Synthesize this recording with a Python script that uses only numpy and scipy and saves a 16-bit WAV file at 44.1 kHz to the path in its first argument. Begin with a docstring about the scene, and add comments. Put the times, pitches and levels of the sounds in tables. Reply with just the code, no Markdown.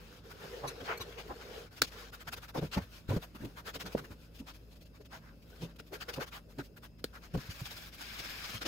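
"""A kitchen hums while hands sweep and scoop semolina in a wide clay bowl, sounding sped-up and chopped.
Shaped noise makes the sliding grain and the short bursts of hiss; bowl and sieve knock as notes and ringing noise.
Early on a bit of metal clinks as a few tones; then hands clap now and then, as noise cracks with short tails.
Near the end a wooden sieve is shaken in a quick run of hisses, and two last bursts follow.
Two unlike microphone ports listen throughout."""
import sys
import numpy as np
from scipy import signal
from scipy.fft import rfft, irfft, next_fast_len
from scipy.io import wavfile
from scipy.ndimage import uniform_filter1d, map_coordinates

SR = 44100
rng = np.random.default_rng(int(sys.argv[2]) if len(sys.argv) > 2 else 0)


def linear_from_db(decibels):
    """Turn decibels (scalar or array-like) into linear amplitude factors; 0 gives 1."""
    return 10 ** (np.asarray(decibels, float) / 20)


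def bounce(signal):
    """Save signal as a 16-bit WAV file at the path given by the first command-line argument."""
    frames = np.transpose(np.atleast_2d(signal))
    limited = np.clip(frames, -1, 1)
    pcm = np.round(limited * 32767).astype(np.int16)
    wavfile.write(sys.argv[1], SR, pcm)


N = 382347  # length in samples

HARD_S = 0.021  # bursts shorter than this start more abruptly
# share of a burst's length that comes before its peak (less for the shortest bursts)
STROKE_RISE, KNOCK_RISE, TAP_RISE, NOTE_RISE = 0.44, 0.36, 0.25, 0.3
SIEVE_UP_S = 7.42  # the sieve is lifted off the bowl


def unit(x):
    """Scaled to rms 1."""
    return x / np.sqrt(np.mean(x ** 2) + 1e-20)


def along(points, hz):
    """Each column after Hz, read on a log frequency axis."""
    f, *cols = np.transpose(points)
    return np.squeeze([np.interp(np.log(hz + 1), np.log(f + 1), c) for c in cols])


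def filtered(x, response):
    """The sound x with each frequency multiplied by the response."""
    m = next_fast_len(x.shape[-1] + 8192)
    gain = response(np.fft.rfftfreq(m, 1 / SR))
    return irfft(rfft(x, m) * gain, m)[..., :x.shape[-1]]


def spectrum(points):
    """Gain that follows a table of Hz and dB."""
    return lambda hz: linear_from_db(along(points, hz))


def resonant(modes):
    """Gain of resonances with steep skirts, added as powers."""
    def gain(f):
        power = 0
        for centre, width, db in modes:
            skirt = (f * width) ** 2
            power = power + (linear_from_db(db) * skirt / ((centre * centre - f * f) ** 2 + skirt)) ** 2
        return np.sqrt(power)
    return gain


# How alike left and right are. Each row: frequency in Hz, likeness (0 unrelated, 1 identical).
LIKENESS = [(60, 0.97), (250, 0.83), (500, 0.76), (900, 0.14), (2000, 0.063), (6100, 0.032), (6500, 0.77),
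            (7400, 0.51), (7800, .05), (12800, .1), (13900, 0.73)]


def pair(excite, colour, uneven=None):
    """Blends two unrelated sounds into a coloured stereo pair of rms 1; a small uneven steadies its strength."""
    def turn(hz):
        return np.arccos(np.clip(along(LIKENESS, hz), 0, 1)) / 2
    mid, side = filtered(excite, lambda hz: colour(hz) * [np.cos(turn(hz)), np.sin(turn(hz))])
    if uneven:
        # only the shared part is steadied, by dividing by its own envelope
        envelope = np.abs(signal.hilbert(unit(mid), next_fast_len(N))[:N])
        mid = unit(unit(mid) / (uneven + envelope)) * np.std(mid)
    return unit(np.array([mid + side, mid - side]))


def noise():
    """Two unrelated channels of white noise."""
    return rng.standard_normal((2, N))


def grains(spread_db, patchy_db):
    """Dense grain impacts: sizes jump about every half millisecond, and the colour varies in patches."""
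    size = np.repeat(rng.standard_normal(N // 20 + 1), 20)[:N]
    z = signal.stft(noise() * linear_from_db(spread_db * size), nperseg=512)[2]
    patches = uniform_filter1d(rng.standard_normal(z.shape[1:]), size=4, axis=0)  # over frequency
    patches = uniform_filter1d(patches, size=6, axis=1)  # over time
    return signal.istft(z * linear_from_db(patchy_db * unit(patches)), nperseg=512)[1][:, :N]


def swell(s, length, rise_share, edge):
    """Start sample and shape of a burst, its peak 1/8 s in; length is its width at half height."""
    t = np.arange(-SR // 8, SR // 8) / SR
    rise = np.clip(rise_share * min(1, length / HARD_S), 0.05, 0.95)
    u = np.where(t < 0, -t / rise, t / (1 - rise)) / max(length, 0.002)
    return round(s * SR), 2.0 ** -(u ** edge)


def bursts(rows, db, rise_share, edge):
    """Power over time of bursts (peak s, length s) at the given levels."""
    power = np.zeros(N + SR)
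    for (s, length), level in zip(rows, db):
        at, shape = swell(s, length, rise_share, edge)
        power[at:at + len(shape)] += (linear_from_db(level) * shape) ** 2
    return power[SR // 8:][:N]


def ringing(hits, db, modes, rise):
    """A rattle of contacts: steadied noise rings through resonances in short bursts."""
    ring = pair(noise(), resonant(modes), uneven=0.091)
    return np.sqrt(bursts(hits[:, :2], db, rise, edge=1.35)) * ring


def tones(rows, rise):
    """Short sine notes, each starting anywhere in its cycle."""
    note = np.zeros(N + SR)
    for s, length, hz, db in rows:
        at, shape = swell(s, length, rise, edge=1.73)
        cycles = hz * np.arange(len(shape)) / SR + rng.random()
        note[at:at + len(shape)] += np.sqrt(2) * linear_from_db(db) * shape * np.sin(2 * np.pi * cycles)
    return note[SR // 8:][:N]


# Wavering hum tones. Each row: frequency in Hz, width in Hz (where it is 6 dB down), level in dB.
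HUM_TONES = [(53.1, 8.8, -59), (113.7, 14, -69), (164, 9.3, -66), (227.8, 16, -71.5)]
# Low rumble, then airy whine. Each row: frequency in Hz, width in Hz (6 dB down), relative level in dB.
RUMBLE_MODES = [(38, 10, -2), (90, 60, 1.5), (215, 210, -5.5), (296, 124, -9.5)]
AIR_MODES = [(560, 140, 11), (1500, 300, -18), (2650, 170, 2), (5050, 400, 0)]


def kitchen():
    """A machine hum of a few wavering tones (narrow noise) over a rumble, and a faint airy whine."""
    sound = linear_from_db(-61.5) * pair(noise(), resonant(RUMBLE_MODES))
    sound = sound + linear_from_db(-72.0) * pair(noise(), resonant(AIR_MODES))
    for hz, width, db in HUM_TONES:
        sound = sound + linear_from_db(db) * pair(noise(), resonant([(hz, width, 0)]), uneven=0.94)
    return sound


def lifted():
    """How far the sieve is off the bowl, 0 to 1, over a tenth of a second."""
    return np.clip((np.arange(N) / SR - SIEVE_UP_S) / 0.1, 0, 1)


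# Brief dips in the sliding hiss. Each row: deepest point in seconds, length in seconds, depth in dB.
DIPS = [(0.223, 0.045, 10.5), (1.7, 0.027, 14), (2.111, 0.012, 15), (2.242, .025, 8), (7.913, 0.025, 13.5),
        (7.966, 0.038, 8), (8.601, .023, 7.5)]


def unsteadiness():
    """Level changes in dB of moving grain: a flicker until the sieve is lifted, and a few brief dips."""
    dips_db = np.zeros(N + SR)
    for s, length, depth_db in DIPS:
        at, shape = swell(s, length, 0.59, edge=2.3)
        dips_db[at:at + len(shape)] -= depth_db * shape
    # 12 random points a second, joined smoothly
    flicker = map_coordinates(rng.standard_normal(400), [np.arange(N) / SR * 12])
    return 2.5 * (1 - lifted()) * flicker + dips_db[SR // 8:][:N]


# Sliding grain. Each row: time in seconds, hiss in dB, bowl hum in dB (before unsteadiness).
SLIDE = [(0, -62, -62), (.34, -61, -57.5), (.82, -54, -48.5), (1.25, -58.5, -57.5), (1.6, -56, -52),
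         (1.8, -71, -78), (1.98, -56.5, -60), (2.18, -62, -64), (2.36, -65, -75), (2.68, -79, -75),
         (2.76, -56, -58), (2.92, -72, -81), (3.3, -69, -72), (3.43, -65, -67), (3.62, -75, -62),
         (3.9, -65, -61), (4.2, -73.5, -71), (5.3, -79, -74), (5.65, -66.5, -67), (5.89, -76.5, -74),
         (6.11, -59.5, -64), (6.35, -79.5, -68.5), (7.29, -74.5, -73), (7.39, -59, -66), (7.68, -56.5, -83),
         (8.04, -53, -78), (8.57, -48, -70), (8.67, -67, -59)]


def sliding(unsteady_db):
    """Power over time of the slide's hiss, hollow, sizzle and bowl hum; off the bowl it sounds thinner."""
    s, *columns = np.transpose(SLIDE)
    hiss, hum = (np.interp(np.arange(N) / SR, s, c) for c in columns)
    up = lifted()
    hollow = hiss - 0.2 - 4 * up
    sizzle = -67 + 0.56 * (hiss + 60) + 5.5 * up  # grows 0.56 dB per dB of hiss
    return linear_from_db(np.array([hiss, hollow, sizzle, hum]) + unsteady_db) ** 2


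# Resonances of the clay wall. Each row: frequency in Hz, width in Hz (6 dB down), relative level in dB.
BOWL_MODES = [(420, 110, 0.5), (474, 67, 0.5), (546, 385, -8)]


def bowl_hum(power):
    """The clay wall sings under the dragged grain."""
    return np.sqrt(power) * pair(grains(spread_db=3.0, patchy_db=3.0), resonant(BOWL_MODES))


# Short bursts of hiss from hands moving through the grain.
# Each row: peak in seconds, length in seconds, hiss in dB, hollow in dB over the hiss.
STROKE_BURSTS = [(0.314, 0.028, -56, 3.5), (0.438, .075, -55.5, 3.5), (0.56, 0.016, -68, -7),
                 (0.65, 0.025, -64.5, 16), (0.693, 0.045, -49.5, 0), (0.809, .016, -51, 2),
                 (0.863, 0.027, -50, 2), (0.908, .049, -58.5, 23.5), (1.016, 0.039, -49, -3),
                 (1.125, 0.01, -55.5, 0), (1.199, 0.037, -47.5, -3.5), (1.28, 0.019, -57.5, -2),
                 (1.313, .024, -68, 16), (1.42, 0.034, -57, 3.5), (1.779, 0.03, -52.5, -3),
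                 (1.841, 0.024, -40, -26), (1.878, 0.025, -50, -25), (1.929, .027, -56, 3),
                 (2.008, 0.065, -58, 3), (2.143, 0.028, -54, 2), (2.215, 0.027, -55.5, 4.5),
                 (2.283, 0.02, -46, 5), (2.334, 0.023, -44, 2), (2.376, 0.022, -51.5, 0.5),
                 (2.438, .036, -54, 3), (2.494, 0.026, -53.5, 1), (2.555, 0.023, -52.5, 4),
                 (2.58, 0.03, -46.5, -5), (2.641, 0.058, -52.5, -1), (2.722, 0.017, -48.5, -10),
                 (2.742, 0.029, -39.5, -3.5), (2.778, 0.02, -48.5, 6), (2.827, 0.035, -58.5, 4.5),
                 (2.955, 0.089, -56.5, -6), (3.1, 0.03, -49, 1), (3.136, 0.059, -52.5, 1.5),
                 (3.168, 0.016, -49, -1), (3.234, 0.031, -51, 1), (3.359, 0.023, -58.5, 6),
                 (3.42, 0.036, -69, 4), (3.451, 0.013, -51, -6), (3.585, 0.04, -55, 8.5),
                 (3.68, 0.044, -47, 0.5), (3.754, 0.029, -44, -2), (3.812, 0.027, -43.5, -1),
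                 (3.869, 0.025, -47.5, 2.5), (3.931, 0.024, -53, -6), (3.986, 0.027, -51, 7),
                 (4.049, 0.019, -58, 5.5), (4.12, .033, -59.5, 3), (4.23, 0.079, -65, -5),
                 (4.361, 0.038, -59.5, -27), (4.397, 0.026, -56.5, -8), (4.49, 0.044, -52.5, 0),
                 (4.554, 0.035, -59, -7), (4.727, 0.03, -61, -17), (4.822, 0.028, -62, -24),
                 (4.765, 0.025, -65, -14), (4.865, .027, -64.5, -13), (4.96, 0.039, -66, 5),
                 (5.015, 0.021, -65, -5), (5.059, 0.02, -59.5, -7), (5.144, 0.06, -54.5, 2.5),
                 (5.266, 0.093, -69.5, 9.5), (5.427, 0.018, -65.5, -15), (5.504, 0.01, -62.5, -1),
                 (5.562, .018, -63, -11), (5.632, 0.042, -50, -24), (5.704, 0.033, -68, 6),
                 (5.763, .012, -61, -15), (5.797, .019, -53, 0), (5.876, 0.026, -64, -11),
                 (5.945, 0.036, -49, 2.5), (6.02, 0.027, -46, 2.5), (6.095, 0.021, -44, 3),
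                 (6.141, 0.018, -45, -25), (6.167, 0.018, -51, 2), (6.22, 0.037, -45.5, 5.5),
                 (6.278, 0.028, -54, -2), (6.351, 0.059, -52, 3), (6.364, 0.024, -57, 7),
                 (6.511, 0.039, -64.5, -1), (6.6, 0.029, -53, 6.5), (6.649, 0.042, -61, -19),
                 (6.775, 0.021, -61, 4.5), (6.846, 0.037, -57.5, 4.5), (6.995, .022, -67.5, 4),
                 (7.157, 0.042, -58.5, 8), (7.246, .048, -57, 0), (7.349, 0.022, -52.5, 1),
                 (7.376, 0.011, -52, -11), (8.624, .022, -42, -1.5), (8.666, 0.025, -37.5, -5.5)]
# Shakes of the sieve. Each row: peak in seconds, hiss in dB.
SHAKES = [(7.411, -56), (7.467, -57.5), (7.512, -47.5), (7.557, -57), (7.604, -50.5), (7.663, -45.5),
          (7.717, -47), (7.775, -49), (7.829, -53.5), (7.947, -54), (8.017, -46.5), (8.091, -53.5),
          (8.138, -51.5), (8.199, -44), (8.253, -46), (8.302, -46.5), (8.451, -44), (8.499, -45),
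          (8.549, -44)]
# Sizzle: dull in the deep heap, brighter on bare clay.
# Each row: time in seconds, sizzle in dB over a -50 dB hiss (before scatter).
BURST_SIZZLE = [(0, 4), (.6, -14), (1.85, -9), (2.1, -2), (2.7, -8), (3.1, -5), (4.1, -5), (4.5, -7),
                (5.7, -9), (5.95, -4.5), (6.55, -7.5), (6.8, -2), (7.2, -8.5), (7.6, -3.5), (8.67, -8)]


def stroke_bursts():
    """Power over time of hiss, hollow and sizzle in the bursts and shakes; stronger ones sizzle relatively less."""
    shakes = [(s, 0.026, db, -5) for s, db in SHAKES]  # 26 ms long, hollow 5 dB under the hiss
    rows = np.array(list(STROKE_BURSTS) + shakes)
    s, _, hiss_db, hollow_db = rows.T
    sizzle_db = np.interp(s, *np.transpose(BURST_SIZZLE))
    sizzle_db = sizzle_db - 0.23 * (hiss_db + 50)
    sizzle_db = sizzle_db + rng.standard_normal(len(s))  # scatter of 1 dB from burst to burst
    levels = hiss_db, hiss_db + hollow_db, hiss_db + sizzle_db
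    return [bursts(rows[:, :2], db, STROKE_RISE, edge=2.49) for db in levels]


# Colours of hiss and of sizzle. Each row: frequency in Hz, relative level in dB per Hz.
HISS_COLOUR = [(1200, -7.5), (1900, -4.5), (2400, -0.5), (3200, -0.5), (4200, -1.5), (5100, -2), (6000, -7),
               (8000, -13), (10000, -14.5), (12000, -39.5)]
SIZZLE_COLOUR = [(6000, 1), (8500, 2.5), (11000, 2), (12400, -2.5), (14000, 4.5), (15700, -15.5)]
# The hollow of cupped hands. Each row: frequency in Hz, width in Hz (6 dB down), relative level in dB.
HOLLOW_MODES = [(720, 390, 0), (1110, 900, 5), (1485, 670, 10.5), (2020, 1060, -4)]


def grain(unsteady_db):
    """Bursts and shakes add their power to the slide; hiss, hollow and sizzle are each one shared noise."""
    *slide, hum = sliding(unsteady_db)
    sound = bowl_hum(hum)
    colours = spectrum(HISS_COLOUR), resonant(HOLLOW_MODES), spectrum(SIZZLE_COLOUR)
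    for steady, burst, colour in zip(slide, stroke_bursts(), colours):
        sound += np.sqrt(steady + burst) * pair(grains(spread_db=1.5, patchy_db=2.5), colour)
    return sound


# Taps on the bowl. Each row: peak in seconds, length in seconds, level in dB.
TAPS = [(0.439, .027, -47.5), (0.533, .013, -49), (0.65, 0.067, -49), (.818, .033, -51),
        (0.901, 0.052, -44.5), (1.002, .017, -45.5), (1.08, .033, -49.5), (1.174, 0.043, -48.5),
        (1.313, 0.021, -48.5), (1.82, .013, -40.5), (2.334, .015, -52.5), (2.377, .013, -53.5),
        (2.551, 0.01, -40), (2.579, 0.012, -32), (2.628, 0.023, -39), (2.78, 0.022, -43.5),
        (3.092, .011, -48), (3.114, .023, -48), (3.128, 0.028, -40.5), (3.168, 0.018, -43.5),
        (3.443, 0.033, -56), (3.682, 0.017, -48.5), (3.758, .016, -44.5), (3.95, 0.0079, -29.5),
        (3.973, 0.035, -48), (5.004, 0.014, -51.5), (5.625, .037, -50.5), (5.801, .007, -49),
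        (5.929, 0.03, -43.5), (6.089, 0.021, -43.5), (6.184, 0.022, -38.5), (6.216, 0.017, -42),
        (7.044, 0.0052, -42), (7.351, 0.019, -39.5), (8.627, .012, -51)]


def taps():
    """Short contacts ring the bowl wall."""
    rows = np.array(TAPS)
    return ringing(rows, rows[:, 2], BOWL_MODES, TAP_RISE)


# Low thuds of hands and sieve.
# Each row: peak in seconds, length in seconds, note in Hz, note level in dB, hoop in dB over the note.
KNOCKS = [(.446, .027, 156, -58, -1), (.652, 0.056, 135.7, -51.5, 1.5), (0.823, 0.038, 68, -56.5, 6.5),
          (1.005, .017, 70, -50, -6), (1.308, 0.024, 68.8, -49, 4), (1.821, 0.014, 97.5, -49.5, 12),
          (2.281, .019, 158.4, -55.5, -11), (2.379, 0.014, 74.5, -46, -26), (2.56, .012, 142.4, -46.5, 8),
          (2.583, 0.012, 151, -36, 1.5), (2.633, .03, 155.7, -35, -12), (2.775, 0.018, 183.3, -29.5, -4.5),
          (3.091, 0.009, 86.2, -31.5, -9.5), (3.111, 0.018, 103.2, -32, -5.5), (3.136, 0.029, 107, -35, -3),
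          (3.166, 0.015, 167.8, -31, -6.5), (3.352, 0.013, 220, -50.5, 2), (3.415, .03, 213.4, -49, -3.5),
          (3.445, 0.037, 117.4, -43.5, 1), (3.764, 0.01, 123.4, -46.5, -1), (3.86, 0.035, 179.2, -48, -2.5),
          (3.951, 0.0091, 214.2, -35, -4), (3.982, 0.065, 153, -50.5, -2.5), (4.112, 0.03, 90.6, -52, -2),
          (4.41, 0.02, 219, -46.5, -6), (5.633, 0.035, 166.5, -40, -6), (5.799, 0.0062, 85, -56.5, 5),
          (6.185, 0.02, 143.7, -44, 0), (6.593, 0.02, 127.7, -47.5, 8.5), (7.043, .006, 176.6, -53.5, 14.5),
          (7.351, 0.019, 164, -29.5, -9.5), (7.375, 0.02, 137.7, -36, -9.5), (7.495, 0.015, 94.6, -42, -21),
          (7.62, 0.013, 117, -39.5, -22), (8.552, 0.015, 121.7, -39, -32), (8.615, 0.011, 213, -58, 11),
          (8.664, 0.025, 208, -50, 10)]
# Thump, then sieve hoop. Each row: frequency in Hz, width in Hz (6 dB down), relative level in dB.
THUMP_MODES = [(68.6, 115, -8), (132.5, 20, 3), (191, 28, -6.5)]
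HOOP_MODES = [(278.4, 130, 2), (573, 93, -7.5), (918, 134, -13), (1105, 370, -21)]


def knocks():
    """Each knock is a low note of its own with a short rattling thump and the sieve hoop."""
    rows = np.array(KNOCKS)
    note_db = rows[:, 3]
    thump = ringing(rows, note_db - 4, THUMP_MODES, KNOCK_RISE)
    hoop = ringing(rows, note_db + rows[:, 4], HOOP_MODES, KNOCK_RISE)
    return tones(rows[:, :4], KNOCK_RISE) + thump + hoop


# Clear notes of the knocking: low thumps, bowl and wood.
# Each row: peak in seconds, length in seconds, frequency in Hz, level in dB.
CLEAR_NOTES = [(0.446, .015, 460, -50), (.54, 0.014, 470, -47), (1.307, 0.012, 800, -43),
               (2.58, 0.015, 440, -34.5), (2.773, 0.013, 872, -41.5), (2.775, 0.025, 571, -44.5),
               (2.776, .03, 61.9, -39), (2.822, 0.026, 90, -46.5), (3.112, .018, 530, -40.5),
               (3.118, 0.014, 1000, -45), (3.165, 0.018, 570, -42.5), (3.95, 0.0061, 415, -28),
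               (4.405, 0.027, 266.7, -47), (5.53, 0.011, 1500, -60.5), (5.798, 0.0035, 1450, -45),
               (6.186, 0.013, 420, -43.5), (6.594, 0.023, 279.4, -44), (8.624, 0.013, 292, -54)]


def clear_notes():
    """Low thumps, bowl and wood sound as short clear sine notes, most of them together with a knock."""
    return tones(CLEAR_NOTES, NOTE_RISE)


# Palm and knuckles meeting bare clay or wood.
# Each row: peak in seconds, length in seconds, rasp in dB, knuckle in dB.
PALM_HITS = [(0.646, 0.025, -66, -37), (.872, .035, -51, -54), (0.908, 0.065, -43, -49),
             (1.19, 0.027, -48, -51), (1.308, 0.028, -66, -42.5), (2.563, 0.027, -70, -40),
             (2.775, 0.037, -52, -45), (3.11, 0.028, -53, -47), (5.138, .043, -60, -51.5),
             (6.332, .026, -49, -70)]
# Palm rasp, then knuckle. Each row: frequency in Hz, width in Hz (6 dB down), relative level in dB.
RASP_MODES = [(1000, 680, -11), (1390, 660, -3), (2200, 1200, -1), (3500, 600, -22)]
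KNUCKLE_MODES = [(635, 280, -2), (810, 180, 0.5), (1030, 170, 1.5), (1260, 360, -7)]


def palms():
    """A palm rasps broadly; a knuckle gives a rounded knock."""
    rows = np.array(PALM_HITS)
    rasp = pair(grains(spread_db=3, patchy_db=1.5), resonant(RASP_MODES))
    knuckle = pair(noise(), resonant(KNUCKLE_MODES), uneven=0.4)
    rasp_power = bursts(rows[:, :2], rows[:, 2], KNOCK_RISE, edge=1.73)
    knuckle_power = bursts(rows[:, :2], rows[:, 3], KNOCK_RISE, edge=1.73)
    return np.sqrt(rasp_power) * rasp + np.sqrt(knuckle_power) * knuckle


# Metal clinks. Each row: peak in seconds, length in seconds, dB added to all its tones.
CLINKS = [(.685, 0.02, 9), (.977, 0.011, 11.5), (1.016, 0.018, 10)]
# Tones of the metal. Each row: frequency in Hz, then dB in each of the three clinks (before that addition).
CLINK_MODES = [(1070, -54, -75, -54), (2283, -55, -66, -62), (2770, -70, -75, -62), (3950, -54, -75, -49),
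               (4366, -55, -59, -70), (5980, -54, -75, -56), (6420, -60, -65, -72), (7843, -62, -66, -72),
               (8500, -66, -75, -68), (9420, -68, -75, -66), (10885, -53, -72, -69), (11480, -69, -74, -67),
               (11870, -72, -67, -69), (12620, -74, -72, -69), (13700, -72, -66, -65),
               (14300, -72, -68, -70)]


def clinks():
    """A small metal thing touches the bowl: a few modes, briefly, blurred by the rattling contact."""
    sound, modes = np.zeros((2, N + SR)), np.array(CLINK_MODES)
    for k, (s, length, db) in enumerate(CLINKS):
        at, shape = swell(s, length, 0.5, edge=2.5)
        # the phase wanders at random, which blurs each tone
        drift = 0.06 * np.cumsum(rng.standard_normal((len(modes), len(shape))), axis=1)
        cycles = modes[:, :1] * np.arange(len(shape)) / SR + rng.random((2, len(modes), 1))
        level = linear_from_db(db + modes[:, k + 1, None])
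        sound[:, at:at + len(shape)] += shape * (level * np.sin(2 * np.pi * cycles + drift)).sum(1)
    return sound[:, SR // 8:][:, :N]


# Hand claps. Each row: time in seconds, crack in dB, tail in dB, seconds for the tail to fall 60 dB.
CLAPS = [(1.820, -14, -29.5, 0.077), (5.801, -48, -57, 0.035), (6.587, -48, -61, 0.1),
         (7.043, -29.5, -47.5, 0.11)]
# Colour of a clap. Each row: frequency in Hz, relative level in dB per Hz.
CRACK_COLOUR = [(250, -13), (500, 4), (900, -24), (1500, 6), (2200, -5), (3200, -4), (4400, 3.5),
                (6000, -10.5), (9000, -7.5), (12400, -16), (13000, -26), (15700, -27)]


def claps():
    """A noise crack of a few milliseconds, one echo off the bowl and a short kitchen tail."""
    t, envelope = np.arange(N) / SR, 0
    for s, crack_db, tail_db, t60 in CLAPS:
        crack = np.exp(-((t - s) / 0.0016) ** 2)
        echo = linear_from_db(-17) * np.exp(-((t - s - 0.0062) / 0.0015) ** 2)  # 6.2 ms later
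        tail = (t > s) * linear_from_db(tail_db - 60 * np.abs(t - s) / t60)
        envelope = envelope + linear_from_db(crack_db) * (crack + echo) + tail
    return envelope * pair(noise(), spectrum(CRACK_COLOUR), uneven=0.62)


# Grain running over the sieve mesh. Each row: time in seconds, level in dB (before unsteadiness).
SIFT = [(7.3, -68), (7.4, -62), (7.7, -54), (7.9, -57.5), (8.03, -50.5), (8.3, -47.5), (8.55, -48.5),
        (8.6, -62), (8.67, -44)]
# Colour of the mesh. Each row: frequency in Hz, width in Hz (6 dB down), relative level in dB.
MESH_MODES = [(1650, 370, 3.5), (2310, 600, 1.5), (3600, 1900, -5.5), (5050, 700, -2.5)]


def sifting(unsteady_db):
    """Grain runs over the sieve mesh, as noise coloured by the mesh."""
    level_db = np.interp(np.arange(N) / SR, *np.transpose(SIFT), left=-120)
    return linear_from_db(level_db + unsteady_db) * pair(grains(spread_db=2, patchy_db=0.6), resonant(MESH_MODES))


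def scene():
    """All the sources together; slide and mesh share one unsteadiness."""
    unsteady_db = unsteadiness()
    sound = kitchen() + grain(unsteady_db) + taps() + knocks() + clear_notes()
    return sound + palms() + clinks() + claps() + sifting(unsteady_db)


# Colour of the two microphone ports. Each row: frequency in Hz, left gain in dB, right gain in dB.
PORTS = [(29.7, 4, -3), (54.6, 1, 1), (800, 1, 1), (1670, -1, -2.5), (2530, 2.5, -4), (5200, 1.5, -4),
         (5950, 0.5, -1), (7520, -6.5, -0.5), (8500, -36.5, -0.5), (9950, -25.5, -0.5), (10920, -20, 1.5),
         (12500, -9, 10.5), (13900, -5, -2), (15600, 2.5, 20), (16600, -4.5, -21), (17000, -57.5, -67)]


def ports(dry):
    """Each port has its own colour; the left one has a deep treble notch."""
    return filtered(dry, spectrum(PORTS))


def low_pass(x):
    """Removes everything above the highest recorded frequency."""
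    return signal.sosfilt(signal.butter(12, 16890, fs=SR, output="sos"), x)


def record(dry):
    """The scene as the two ports hear it, finished."""
    mix = ports(dry)
    return low_pass(mix)


dry = scene()
out = record(dry)
bounce(out)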